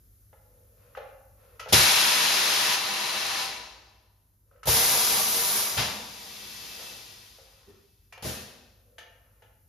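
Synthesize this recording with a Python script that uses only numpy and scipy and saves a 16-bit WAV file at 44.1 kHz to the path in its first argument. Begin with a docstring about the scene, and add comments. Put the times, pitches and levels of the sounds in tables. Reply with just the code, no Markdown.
"""An air-powered corner crimping machine

One cycle in a showroom, heard from a step away: clamps down, crimp, release, clamps up, stop back.
Valves click, then cylinders start with a clunk and let out their air in long hissing blasts.
Clamps and knives work in pairs, so their hiss steps down when the first cylinder reaches its end.
Metal parts knock and slide between the blasts; a low hum and a faint hiss lie under it all."""
import sys
import numpy as np
from scipy import signal
from scipy.fft import rfft, irfft, next_fast_len
from scipy.io import wavfile

SR = 44100
rng = np.random.default_rng(int(sys.argv[2]) if len(sys.argv) > 2 else 0)


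def waveform_to_disk(signal):
    """Save audio, clipped to [-1, 1], as 16-bit WAV at the path in sys.argv[1]."""
    frames = np.transpose(np.atleast_2d(signal))
    scaled = np.clip(frames, -1, 1) * 32767
    samples = np.round(scaled).astype(np.int16)
    wavfile.write(sys.argv[1], SR, samples)


N = 426888
TIME = np.arange(N) / SR
SIZE = next_fast_len(N + SR)   # a spare second leaves room for the echo
HZ = np.maximum(np.arange(SIZE // 2 + 1) * SR / SIZE, 1)
CUTOFF_HZ = 15800


def from_db(db):
    """Turn decibels into a gain to multiply by."""
    return 10 ** (np.asarray(db) / 20)


def at_hz(points, hz=HZ):
    """Read a table between its rows, with every octave equally wide."""
    pitches, values = np.transpose(points)
    return np.interp(np.log(hz), np.log(pitches), values)


def unit_power(x):
    """Scale a signal to an average power of one."""
    return x / np.sqrt(np.mean(x ** 2) + 1e-30)


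def boosts(resonances):
    """How many decibels a set of resonances adds at each pitch."""
    return sum(db / (1 + (2 * (HZ - hz) / width) ** 2) for hz, width, db in resonances)


# How alike left and right are (1 the same, -1 opposite): pitch_hz, likeness
LIKENESS = [(130, .97), (200, .88), (330, .6), (900, .65), (1400, .35), (4000, .55), (6300, .52),
            (7100, -.1), (7700, -1), (8800, -1), (9200, -.4), (10000, .1), (10700, 1), (12500, 1),
            (13200, -.1), (14100, -1)]
# How much louder the left side is: pitch_hz, left_minus_right_db
BALANCE = [(100, 1.7), (500, 1.3), (1400, 0), (2500, 2.8), (5200, 4), (7000, 1), (7700, 0)]
def stereo_spectrum(colour_db):
    """Noise spectrum for left and right, which in the treble turn alike, then opposite, band by band."""
    middle, side = rfft(rng.standard_normal((2, SIZE)))
    alike = np.clip(at_hz(LIKENESS), -1, 1)
    sign = np.array([[1], [-1]])
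    pair = np.sqrt(1 + alike) * middle + np.sqrt(1 - alike) * side * sign
    return pair * from_db(colour_db + sign * at_hz(BALANCE) / 2) * (HZ < CUTOFF_HZ)


def noise(colour, resonances=()):
    """Stereo noise; its colour says how strong each pitch is compared with the others."""
    spectrum = stereo_spectrum(at_hz(colour) + boosts(resonances))
    return unit_power(irfft(spectrum)[:, :N])


def held(start_s, length_s, level_db, rise_s, fade_s, surge_db=0, settle_s=0.33):
    """A gain that rises, settles and dies away. Everywhere, fade_s is the time to fall by 60 dB."""
    age = np.maximum(TIME - start_s, 0)
    fade_db = np.minimum(60 * np.maximum(age - length_s, 0) / fade_s, 200)
    onset = 1 - np.exp(-age / rise_s)
    return onset * from_db(level_db + surge_db * np.exp(-age / settle_s) - fade_db)


def blow(start_s, level_db, rise_s, fade_s):
    """The gain of one blow, which builds up and dies at once."""
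    fade_db = np.clip(60 * (TIME - start_s - rise_s) / fade_s, 0, 200)
    return np.clip((TIME - start_s) / rise_s, 0, 1) * from_db(level_db - fade_db)


def one_second(start_s):
    """The samples of the second after a hit, and their age in seconds."""
    span = slice(int(start_s * SR), min(int(start_s * SR) + SR, N))
    return span, TIME[span] - TIME[span][0]


def strikes(hits, notes, colour, crack_db, crack_fade_s, ring_offset_db, treble_offset_db, favour_db):
    """Each hit cracks and rings the part; where it lands decides which notes sound and how long."""
    split_hz, contact_s = 2500, .0007
    dull = signal.sosfilt(signal.butter(2, split_hz, fs=SR, output="sos"), noise(colour))
    bright = signal.sosfilt(signal.butter(2, split_hz, "high", fs=SR, output="sos"), noise(colour))
    hz, note_db, fade_s = np.transpose(notes)[:, :, None]
    out = np.zeros((2, N))
    for start_s, level_db, treble_db, ring_db, favoured_hz, fade_factor in hits:
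        span, age = one_second(start_s)
        bright_db = treble_db + treble_offset_db
        crack = dull[:, span] + from_db(bright_db) * bright[:, span]
        crack *= from_db(crack_db - 60 * age / crack_fade_s)
        nearness = np.exp(-(np.log2(hz / favoured_hz) / .35) ** 2)
        contact_db = favour_db * nearness + bright_db / (1 + (split_hz / hz) ** 4)
        strengths = from_db(ring_db + ring_offset_db + note_db + contact_db + rng.normal(0, 1, hz.shape))
        rings = strengths * from_db(-60 * age / (fade_s * fade_factor)) * np.sin(2 * np.pi * hz * age)
        onset = 1 - np.exp(-age / contact_s)
        out[:, span] += from_db(level_db) * (crack + rings.sum(axis=0)) * onset
    # small parts give off no bass
    return signal.sosfilt(signal.butter(5, 440, "high", fs=SR, output="sos"), out)


# Colours of the room's rumble and hiss: pitch_hz, level_db
RUMBLE_COLOUR = [(20, -22.5), (35, -10), (52, -0.5), (75, -3), (110, -6.5), (160, -18.5), (250, -22),
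                 (500, -37.5), (1500, -58.5)]
HISS_COLOUR = [(200, -1), (500, -2.5), (900, -16), (1300, -8.5), (2700, -17.5), (6000, -10.5),
               (10000, -4.5), (15500, 1.5)]
# Mains hum, compared with the rumble: pitch_hz, level_db
HUM_NOTES = [(50, -2), (100, -5.5)]
def background(recovery_s=10):
    """Rumble, mains hum and hiss all sink as the first blast begins, then creep back."""
    age = TIME - CLUNKS[0][0]
    dip = (age > 0) * np.exp(-np.abs(age) / recovery_s)
    hum = sum(from_db(db) * np.sqrt(2) * np.sin(2 * np.pi * (hz * TIME + rng.random()))
              for hz, db in HUM_NOTES)
    rumble = from_db(-61.5 - 6.5 * dip) * (noise(RUMBLE_COLOUR) + hum)
    hiss = from_db(-64 - 9 * dip) * noise(HISS_COLOUR)
    return rumble + hiss


# Knocks in the frame: start_s, level_db, treble_db, ring_db, favoured_hz, fade_factor
KNOCKS = [(0.329, -46.5, -38, 14, 716, 0.33), (0.970, -31, -30, 8, 1350, 0.19),
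          (0.974, -30, -34, 14, 500, 0.16), (1.606, -42, -35, 12.5, 550, 0.24),
          (1.660, -40, -31, 20, 580, 0.25), (1.674, -35, -34.5, 14, 550, 0.4),
          (1.724, -17, -27.5, 14, 874, 0.14), (4.526, -61, -43, 13.5, 530, .25),
          (4.673, -26, -28, 21.5, 760, 0.3), (5.773, -39, -15, 3, 696, 0.51),
          (6.793, -39.5, -30, 14.5, 640, 0.34), (6.809, -44, -30, 15, 640, 0.39),
          (7.385, -50.5, -32, 14.5, 558, 0.34), (7.398, -53.5, -32, 12, 555, 0.38),
          (8.176, -39, -19, 9, 611, 0.27), (8.226, -39, -22, 11, 802, 0.36)]
# Notes the frame rings at: pitch_hz, level_db, fade_s
FRAME_NOTES = [(465, -3.5, 0.11), (500, 3, .11), (525, -4, 0.42), (620, -2, 0.11), (730, -4, .12),
               (840, -6, 0.4), (1235, -10, .2), (1319, -7, 0.25), (1500, -14.5, .2), (1723, -15, 0.2),
               (2030, -10, .2), (2660, -14, 0.25), (3080, -15, .25), (4016, -21, .25)]
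# Colour of a knock's crack: pitch_hz, level_db
FRAME_CRACK = [(200, -26.5), (410, -10), (480, 5), (680, 5), (830, 7), (1050, -6.5), (1350, 3.5),
               (1800, -4.5), (3200, -7.5), (5000, -19), (15000, -22.5)]
def frame_knocks():
    """Metal parts run into their stops and make the frame ring."""
    return strikes(KNOCKS, FRAME_NOTES, FRAME_CRACK, crack_db=-6.5, crack_fade_s=0.057,
                   ring_offset_db=-23.5, treble_offset_db=22.5, favour_db=7)


# Parts sliding on the table: start_s, length_s, drone_db, swish_db, rise_s
SLIDES = [(0.434, 0.36, -66.5, -81, 0.023), (0.758, 0.35, -63.5, -67.5, 0.055),
          (1.37, 0.2, -61, -66, 0.026), (4.453, .06, -72, -81.5, 0.025), (4.508, 0.084, -64, -79.5, 0.01),
          (7.447, 0.35, -75.5, -69.5, 0.033), (8.83, 0.3, -68, -84.5, 0.031),
          (9.098, 0.42, -76.5, -74, 0.048)]
# Colours of the table's drone and the steel's swish: pitch_hz, level_db
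DRONE_COLOUR = [(300, -28), (420, -13.5), (480, 1), (530, -0.5), (600, -7), (720, -19.5), (1000, -38.5)]
SWISH_COLOUR = [(400, -27.5), (800, -2), (1400, 1.5), (1800, -6), (2500, -4.5), (3000, -9.5), (4300, -12),
                (8000, -19)]
# Where the rubbed steel sings: pitch_hz, width_hz, boost_db
STEEL_RESONANCES = [(1050, 9, 14), (1330, 10, 12.5), (1820, 40, 13.5), (2640, 90, 4)]
def slides(fade_s=0.37):
    """Steel swishes slowly over the table, which drones at its lowest notes."""
    drone = swish = 0
    for start_s, length_s, drone_db, swish_db, rise_s in SLIDES:
        drone += held(start_s, length_s, drone_db, rise_s, fade_s)
        swish += held(start_s, length_s, swish_db, rise_s, fade_s)
    return drone * noise(DRONE_COLOUR) + swish * noise(SWISH_COLOUR, STEEL_RESONANCES)


# Valves switching: start_s, level_db, treble_db, ring_db, favoured_hz, fade_factor
VALVE_CLICKS = [(0.950, -35, -30, 10, 1550, 0.23), (1.595, -35, -15.5, 6.5, 1560, 0.45),
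                (1.598, -32, -17.5, 8, 1560, 0.5), (4.513, -63.5, -36, 18, 1310, 0.25),
                (4.56, -58, -26.5, 9, 1450, 0.48), (4.631, -34, -17, 5.5, 1330, 0.53),
                (8.124, -33.5, -18.5, 1.5, 2180, 0.71)]
# Notes a valve rings at: pitch_hz, level_db, fade_s
VALVE_NOTES = [(1150, -10, 0.082), (1320, -1, 0.11), (1391, -3.5, 0.058), (1490, -12.5, 0.15),
               (1850, -10, 0.1), (1950, -9, .15), (1920, -9, .12), (2191, -13, 0.17), (2353, -10.5, 0.14),
               (2814, -8, 0.3), (2980, -9.5, .056), (4020, -21, .3), (4520, -17, .1), (5500, -11.5, .11)]
# Colour of a valve's crack: pitch_hz, level_db
VALVE_CRACK = [(250, -12), (600, -2.5), (1300, -3), (2900, -3), (3800, -10.5), (7000, -9), (15000, -21)]
def valve_clicks():
    """An electromagnet snaps each valve over with a short, ringing click."""
    return strikes(VALVE_CLICKS, VALVE_NOTES, VALVE_CRACK, crack_db=-11.5, crack_fade_s=0.1,
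                   ring_offset_db=-18.5, treble_offset_db=18, favour_db=11)


# Air escaping, as a short leak while a valve shifts or as the blast of one cylinder:
# start_s, length_s, level_db, sizzle_offset_db, surge_db, rise_s, fade_s, stroke_name
VENTS = [(1.685, .036, -43.5, -8, 1, .002, .3, "fast clamp"),
         (1.723, 1.015, -26, -7, 5, 0.0054, 0.38, "fast clamp"),
         (1.731, 1.688, -29.5, -10, 11, 0.0016, 0.94, "slow clamp"),
         (4.655, .016, -39.5, 4, -1.5, .001, .3, "crimp"), (4.667, 0.54, -32, -3, 9, 0.013, 0.1, "crimp"),
         (4.735, 0.86, -28.5, 1.2, 0, 0.0076, 1.57, "crimp"),
         (5.768, 0.022, -25, -12, 0.5, 0.0085, 0.75, "release"),
         (5.933, 0.95, -41.5, -12.5, 2, 0.28, 2.02, "lift"),
         (6.9, 0.38, -59.5, -5.5, -1, 0.15, 2.3, "lift"), (8.221, 0.051, -34.5, 0, -1, 0.032, 0.89, "stop")]
def airflow(stroke):
    """Gains for the body and the high sizzle of one stroke's hiss; its vents add up in power."""
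    body = sizzle = 1e-16
    for start_s, length_s, level_db, sizzle_offset_db, surge_db, rise_s, fade_s, name in VENTS:
        if name == stroke:
            body += held(start_s, length_s, level_db, rise_s, fade_s, surge_db) ** 2
            # the sizzle dies sooner and surges harder
            sizzle_db = level_db + sizzle_offset_db
            sizzle += held(start_s, length_s, sizzle_db, rise_s, fade_s * 0.71, surge_db * 1.6) ** 2
    return np.sqrt(body), np.sqrt(sizzle)


def hood_ripple(echo_db=-10, fade_s=0.037):
    """Quick echoes between hood and table carve fine, steady peaks into a hiss."""
    age = TIME[:SR // 10]
    echoes = rng.standard_normal(len(age)) * from_db(-60 * age / fade_s) * (age > .004)
    spectrum = rfft(echoes / np.sqrt(np.sum(echoes ** 2)), SIZE)
    return np.abs(1 + from_db(echo_db) * spectrum * HZ / (HZ + 900))   # bass bends around the panels


# The space under the hood, which colours blasts and clunks: pitch_hz, width_hz, boost_db
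HOOD_RESONANCES = [(209.5, 20, 12), (367.3, 56, 6), (463, 28, 7.5), (522.6, 50, 3.5), (626, 37, 9),
                   (720, 32, 5.5), (783, 35, 10), (918, 90, 5.5), (980, 25, 7), (1038, 35, 8.5),
                   (1065, 50, -4.5), (1170, 57, 6.5), (1310, 140, 1)]
def air_jet(stroke, colour, outlet, hood_share, split_hz=7500, rush_hz=850, dulling=.7):
    """Swirling air, coloured by outlet and hood; as pressure falls, sizzle gives way to a low rush."""
    body_gain, sizzle_gain = airflow(stroke)
    colour_db = at_hz(colour) + boosts(outlet) + hood_share * boosts(HOOD_RESONANCES)
    jet = stereo_spectrum(colour_db) * hood_ripple()
    low_share = 1 / (1 + (HZ / split_hz) ** 8)
    body = unit_power(irfft(jet * low_share)[:, :N])
    sizzle = unit_power(irfft(jet * (1 - low_share))[:, :N])
    rush = irfft(rfft(body, SIZE) / (1 + (HZ / rush_hz) ** 4))[:, :N]
    slackness = unit_power(body_gain) / unit_power(sizzle_gain)   # grows as the sizzle dies
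    return (body + rush * (slackness ** dulling - 1)) * body_gain + sizzle * sizzle_gain


# Colour of each stroke's hiss: pitch_hz, level_db
CLAMP_AIR = [(50, -37), (110, -12), (210, -12.5), (300, -10.5), (500, -9.5), (850, -6), (1400, 0.5),
             (2400, 2), (3800, 2.5), (5200, 1.5), (7000, -3.5), (9500, -5), (12000, -10), (13500, -12),
             (15500, -12)]
CRIMP_AIR = [(50, -19), (110, -4.5), (210, -10), (300, -9), (500, -6.5), (850, -3.5), (1400, -1.5),
             (2400, -0.5), (3800, 0), (5200, 2.5), (7000, 3), (9500, 7.5), (12000, 7), (13500, 6.5),
             (15500, 10.5)]
RELEASE_AIR = [(50, -8), (110, -8), (210, 1.5), (300, -5), (500, -4), (850, -1), (1400, -3), (2400, 0.5),
               (3800, 0), (5200, -2.5), (7000, -7), (9500, -11), (12000, -14), (15500, -19)]
LIFT_AIR = [(50, -40), (110, -4), (210, -10.5), (300, -10), (500, -13.5), (850, -13), (1400, -10.5),
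            (2400, -7.5), (3800, -2.5), (5200, -3.5), (7000, -4), (9500, 8), (12000, 15.5), (13500, 19.5),
            (15500, 4)]
STOP_AIR = [(50, -17), (110, -18.5), (210, -6), (300, -13), (500, -10), (850, -17.5), (1400, -9.5),
            (2400, -10), (3800, -7.5), (5200, -9.5), (7000, -13), (9500, -16.5), (12000, -20), (15500, -19)]
# Pipe notes and thin whistles of each outlet's hose and silencer: pitch_hz, width_hz, boost_db
FAST_CLAMP_OUTLET = [(927, 20, 4), (1780, 180, 1.5), (2488, 20, 6.5), (2604, 30, 4), (2782, 27, 7.5),
                     (3080, 20, 4), (3410, 39, 6.5), (3948, 87, 3.5), (4340, 20, 2.5), (4868, 48, 2.5),
                     (5120, 36, 5), (5350, 28, 8)]
SLOW_CLAMP_OUTLET = [(935, 200, 4.9), (1800, 148, 3.5), (2246, 220, 2), (2680, 87, 4.8), (3100, 44, 4.7),
                     (3970, 83, 6.2), (4183, 118, 4.6), (4690, 43, 4.4), (5150, 25, 6)]
CRIMP_OUTLET = [(247, 25, 5.5), (385, 18, 6.5), (469.5, 6.2, 7.5), (2020, 15, 15), (1990, 90, -6.5),
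                (2275, 28, 3.3), (3290, 28, 4), (3680, 25, 6), (3910, 118, 3.5), (4140, 70, 2),
                (4550, 43, -1), (4970, 135, 4.5)]
RELEASE_OUTLET = [(1380, 29, 6.3), (1760, 110, 3.2), (2670, 28, 8.6), (3524, 73, 4.7), (3680, 15, 10),
                  (4587, 19, 9), (5100, 220, 3)]
LIFT_OUTLET = [(483, 28, 6.2), (1480, 47, 3.4), (1800, 41, 4.6), (1936, 34, 10), (2182, 48, 4.7),
               (2400, 120, 4.7), (2630, 16, 14.5), (2753, 41, 4.6), (3150, 35, 5.6), (3420, 28, 5),
               (3460, 38, 5.1), (4400, 30, 4), (4930, 13, 7.2), (4950, 240, 3), (5282, 32, 5.8)]
STOP_OUTLET = [(248, 24, 7.8), (545, 30, 5.8), (710, 59, 5.5), (1540, 26, 7.6), (1800, 94, 5.7),
               (2560, 81, 4.5), (2750, 87, 3.9), (5430, 220, 4)]
def air_blasts():
    """The cylinders let out their air; each outlet lies more or less deep under the hood."""
    return (air_jet("fast clamp", CLAMP_AIR, FAST_CLAMP_OUTLET, hood_share=.8)
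            + air_jet("slow clamp", CLAMP_AIR, SLOW_CLAMP_OUTLET, hood_share=1)
            + air_jet("crimp", CRIMP_AIR, CRIMP_OUTLET, hood_share=1)
            + air_jet("release", RELEASE_AIR, RELEASE_OUTLET, hood_share=.44)
            + air_jet("lift", LIFT_AIR, LIFT_OUTLET, hood_share=.94)
            + air_jet("stop", STOP_AIR, STOP_OUTLET, hood_share=.9))


# Pistons jolting the frame: start_s, thump_db, boom_db, clash_db, rise_s, fade_s
CLUNKS = [(1.688, -58, -45, -55, .008, .2), (1.724, -25, -17.5, -14, .012, .1),
          (4.656, -48, -37, -47, .002, .2), (4.674, -28, -28.5, -43, .012, .13),
          (5.768, -38, -34, -35, .006, .24), (8.224, -52, -43, -42, .002, .2),
          (8.243, -35, -33.5, -52, .009, .24), (8.283, -42, -38, -55, .01, .16)]
# The frame's lowest notes: pitch_hz, level_db, fade_s
THUMP_NOTES = [(57, -9.5, 0.35), (73.6, -4.5, 0.48), (112.3, -1.5, 0.38), (142, -1, 0.32),
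               (159.6, -8.5, 0.24), (212, -11.5, 0.38), (242, -12.5, 0.22)]
# Colours of the deep boom and the bright clash: pitch_hz, level_db
BOOM_COLOUR = [(35, -17), (65, 5), (130, 2.5), (190, -11.5), (370, -8.5), (520, -9.5), (800, -19),
               (1300, -34.5), (3000, -44.5)]
CLASH_COLOUR = [(200, -25.5), (600, -11), (900, -3), (1400, -14.5), (3500, 2), (7000, -1), (15000, -6)]
def piston_clunks():
    """Each piston shakes the heavy frame into a thump and a boom, and loose steel clashes on top."""
    hz, note_db, note_fade_s = np.transpose(THUMP_NOTES)[:, :, None]
    thump, boom, clash = np.zeros((3, N))
    for start_s, thump_db, boom_db, clash_db, rise_s, fade_s in CLUNKS:
        span, age = one_second(start_s)
        swings = from_db(note_db - 60 * age / note_fade_s) * np.sin(2 * np.pi * hz * age)
        thump[span] += from_db(thump_db) * swings.sum(axis=0) * np.minimum(age / rise_s, 1)
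        boom += blow(start_s, boom_db, rise_s, fade_s)
        clash += blow(start_s, clash_db, rise_s / 2, fade_s)
    return (thump + boom * noise(BOOM_COLOUR, HOOD_RESONANCES)
            + clash * noise(CLASH_COLOUR, HOOD_RESONANCES))


# A hum between the first two blasts: start_s, length_s, pitch_hz, climb_hz_per_s, level_db, db_per_s
RISING_HUM = (3.5, 0.5, 56, 9, -63.5, 7)
def rising_hum():
    """A low tone climbs steadily in pitch and strength, then stops."""
    start_s, length_s, pitch_hz, climb_hz_per_s, level_db, db_per_s = RISING_HUM
    age = np.clip(TIME - start_s, 0, length_s)
    tone = np.sin(2 * np.pi * np.cumsum(pitch_hz + climb_hz_per_s * age) / SR)
    return tone * held(start_s, length_s, level_db + db_per_s * age, rise_s=0.036, fade_s=.3)


# The clamps coming home: peak_time_s, level_db, half_length_s
THUDS = [(7.698, -45, 0.018)]
# The thud's notes: pitch_hz, level_db
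THUD_NOTES = [(215, -13), (394, -4.5)]
# Colour of its rumble: pitch_hz, level_db
THUD_COLOUR = [(120, -9), (260, -7), (340, -4), (420, -1.5), (500, -11.5), (700, -22.5), (1500, -33)]
def clamp_thud(rumble_db=-10):
    """The clamps land on a cushion: a soft thud, part tone and part rumble, swells and fades."""
    swell = sum(from_db(db) / (1 + ((TIME - peak_time_s) / half_length_s) ** 4)
                for peak_time_s, db, half_length_s in THUDS)
    tone = sum(from_db(db) * np.sin(2 * np.pi * hz * TIME) for hz, db in THUD_NOTES)
    return swell * (tone + from_db(rumble_db) * noise(THUD_COLOUR))


# Hits of the stop block: start_s, level_db, treble_db, ring_db, favoured_hz, fade_factor
STOP_CLACKS = [(8.982, -39, -4.5, 2.5, 1715, 0.36), (9.421, -47.5, -15.5, 1, 540, 0.35)]
# Notes the block rings at: pitch_hz, level_db, fade_s
STOP_NOTES = [(503, -1, 0.24), (660, 0, .14), (848, -9, .35), (1314, -6.5, 0.42), (1603, -3.5, .2),
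              (1731, -10, .25), (1755, -9.5, 0.48), (1810, -4, 0.18), (2190, -4, .3), (2300, -11, .25),
              (2800, -7, .26), (3100, -11, .16), (3472, -5, .5), (4016, -12, .17), (4651, -18.5, .3)]
# Colour of the block's crack: pitch_hz, level_db
STOP_CRACK = [(250, 3), (500, 0), (850, 3.5), (1120, -12), (1350, 3), (1750, -4), (2100, -4), (2500, -2.5),
              (3100, 1), (3800, -7), (5200, -14), (6800, -9.5), (15000, -22)]
def stop_clacks():
    """The steel stop block clacks at both ends of its travel."""
    return strikes(STOP_CLACKS, STOP_NOTES, STOP_CRACK, crack_db=-4.5, crack_fade_s=0.13,
                   ring_offset_db=-17.5, treble_offset_db=7, favour_db=11.5)


# How long the showroom echoes: pitch_hz, fade_s
ROOM_FADES = [(100, 0.71), (260, 0.52), (700, 0.9), (1840, .8), (4850, 0.55), (14000, 0.15)]
def showroom_echo(sound, build_s=0.0041):
    """Reflections blur into a tail of noise, and each band of pitches dies at its own rate."""
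    age, response = TIME[:SR], 0
    tail = stereo_spectrum(0)
    edges_hz = [0, 200, 500, 1200, 3000, 7000, CUTOFF_HZ]
    for low, high in zip(edges_hz, edges_hz[1:]):
        band = irfft(tail * ((HZ >= low) & (HZ < high)))[:, :SR]
        response += band * from_db(-60 * age / at_hz(ROOM_FADES, (low + high) / 2))
    response *= 1 - np.exp(-age / build_s)
    response = unit_power(response) / np.sqrt(SR)
    return irfft(rfft(sound, SIZE) * rfft(response, SIZE))[:, :N]


def scene():
    """Air, hits and slides over the background; only the hits echo in the showroom."""
    valves = valve_clicks()
    knocks = frame_knocks() + stop_clacks()
    thud = clamp_thud()
    clunks = piston_clunks()
    into_room = (from_db(-1.5) * valves + from_db(-2) * knocks
                 + from_db(-4) * thud + from_db(-13.5) * clunks)
    echo = showroom_echo(into_room.mean(axis=0))
    return air_blasts() + clunks + valves + knocks + thud + echo + slides() + background() + rising_hum()


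def record(dry, bass_hz=42):
    """The small microphone loses the deepest bass; the highest treble is cut steeply."""
    thin = signal.sosfilt(signal.butter(2, bass_hz, "high", fs=SR, output="sos"), dry)
    return signal.sosfilt(signal.ellip(12, .1, 80, CUTOFF_HZ, fs=SR, output="sos"), thin)


dry = scene()
out = record(dry)
waveform_to_disk(out)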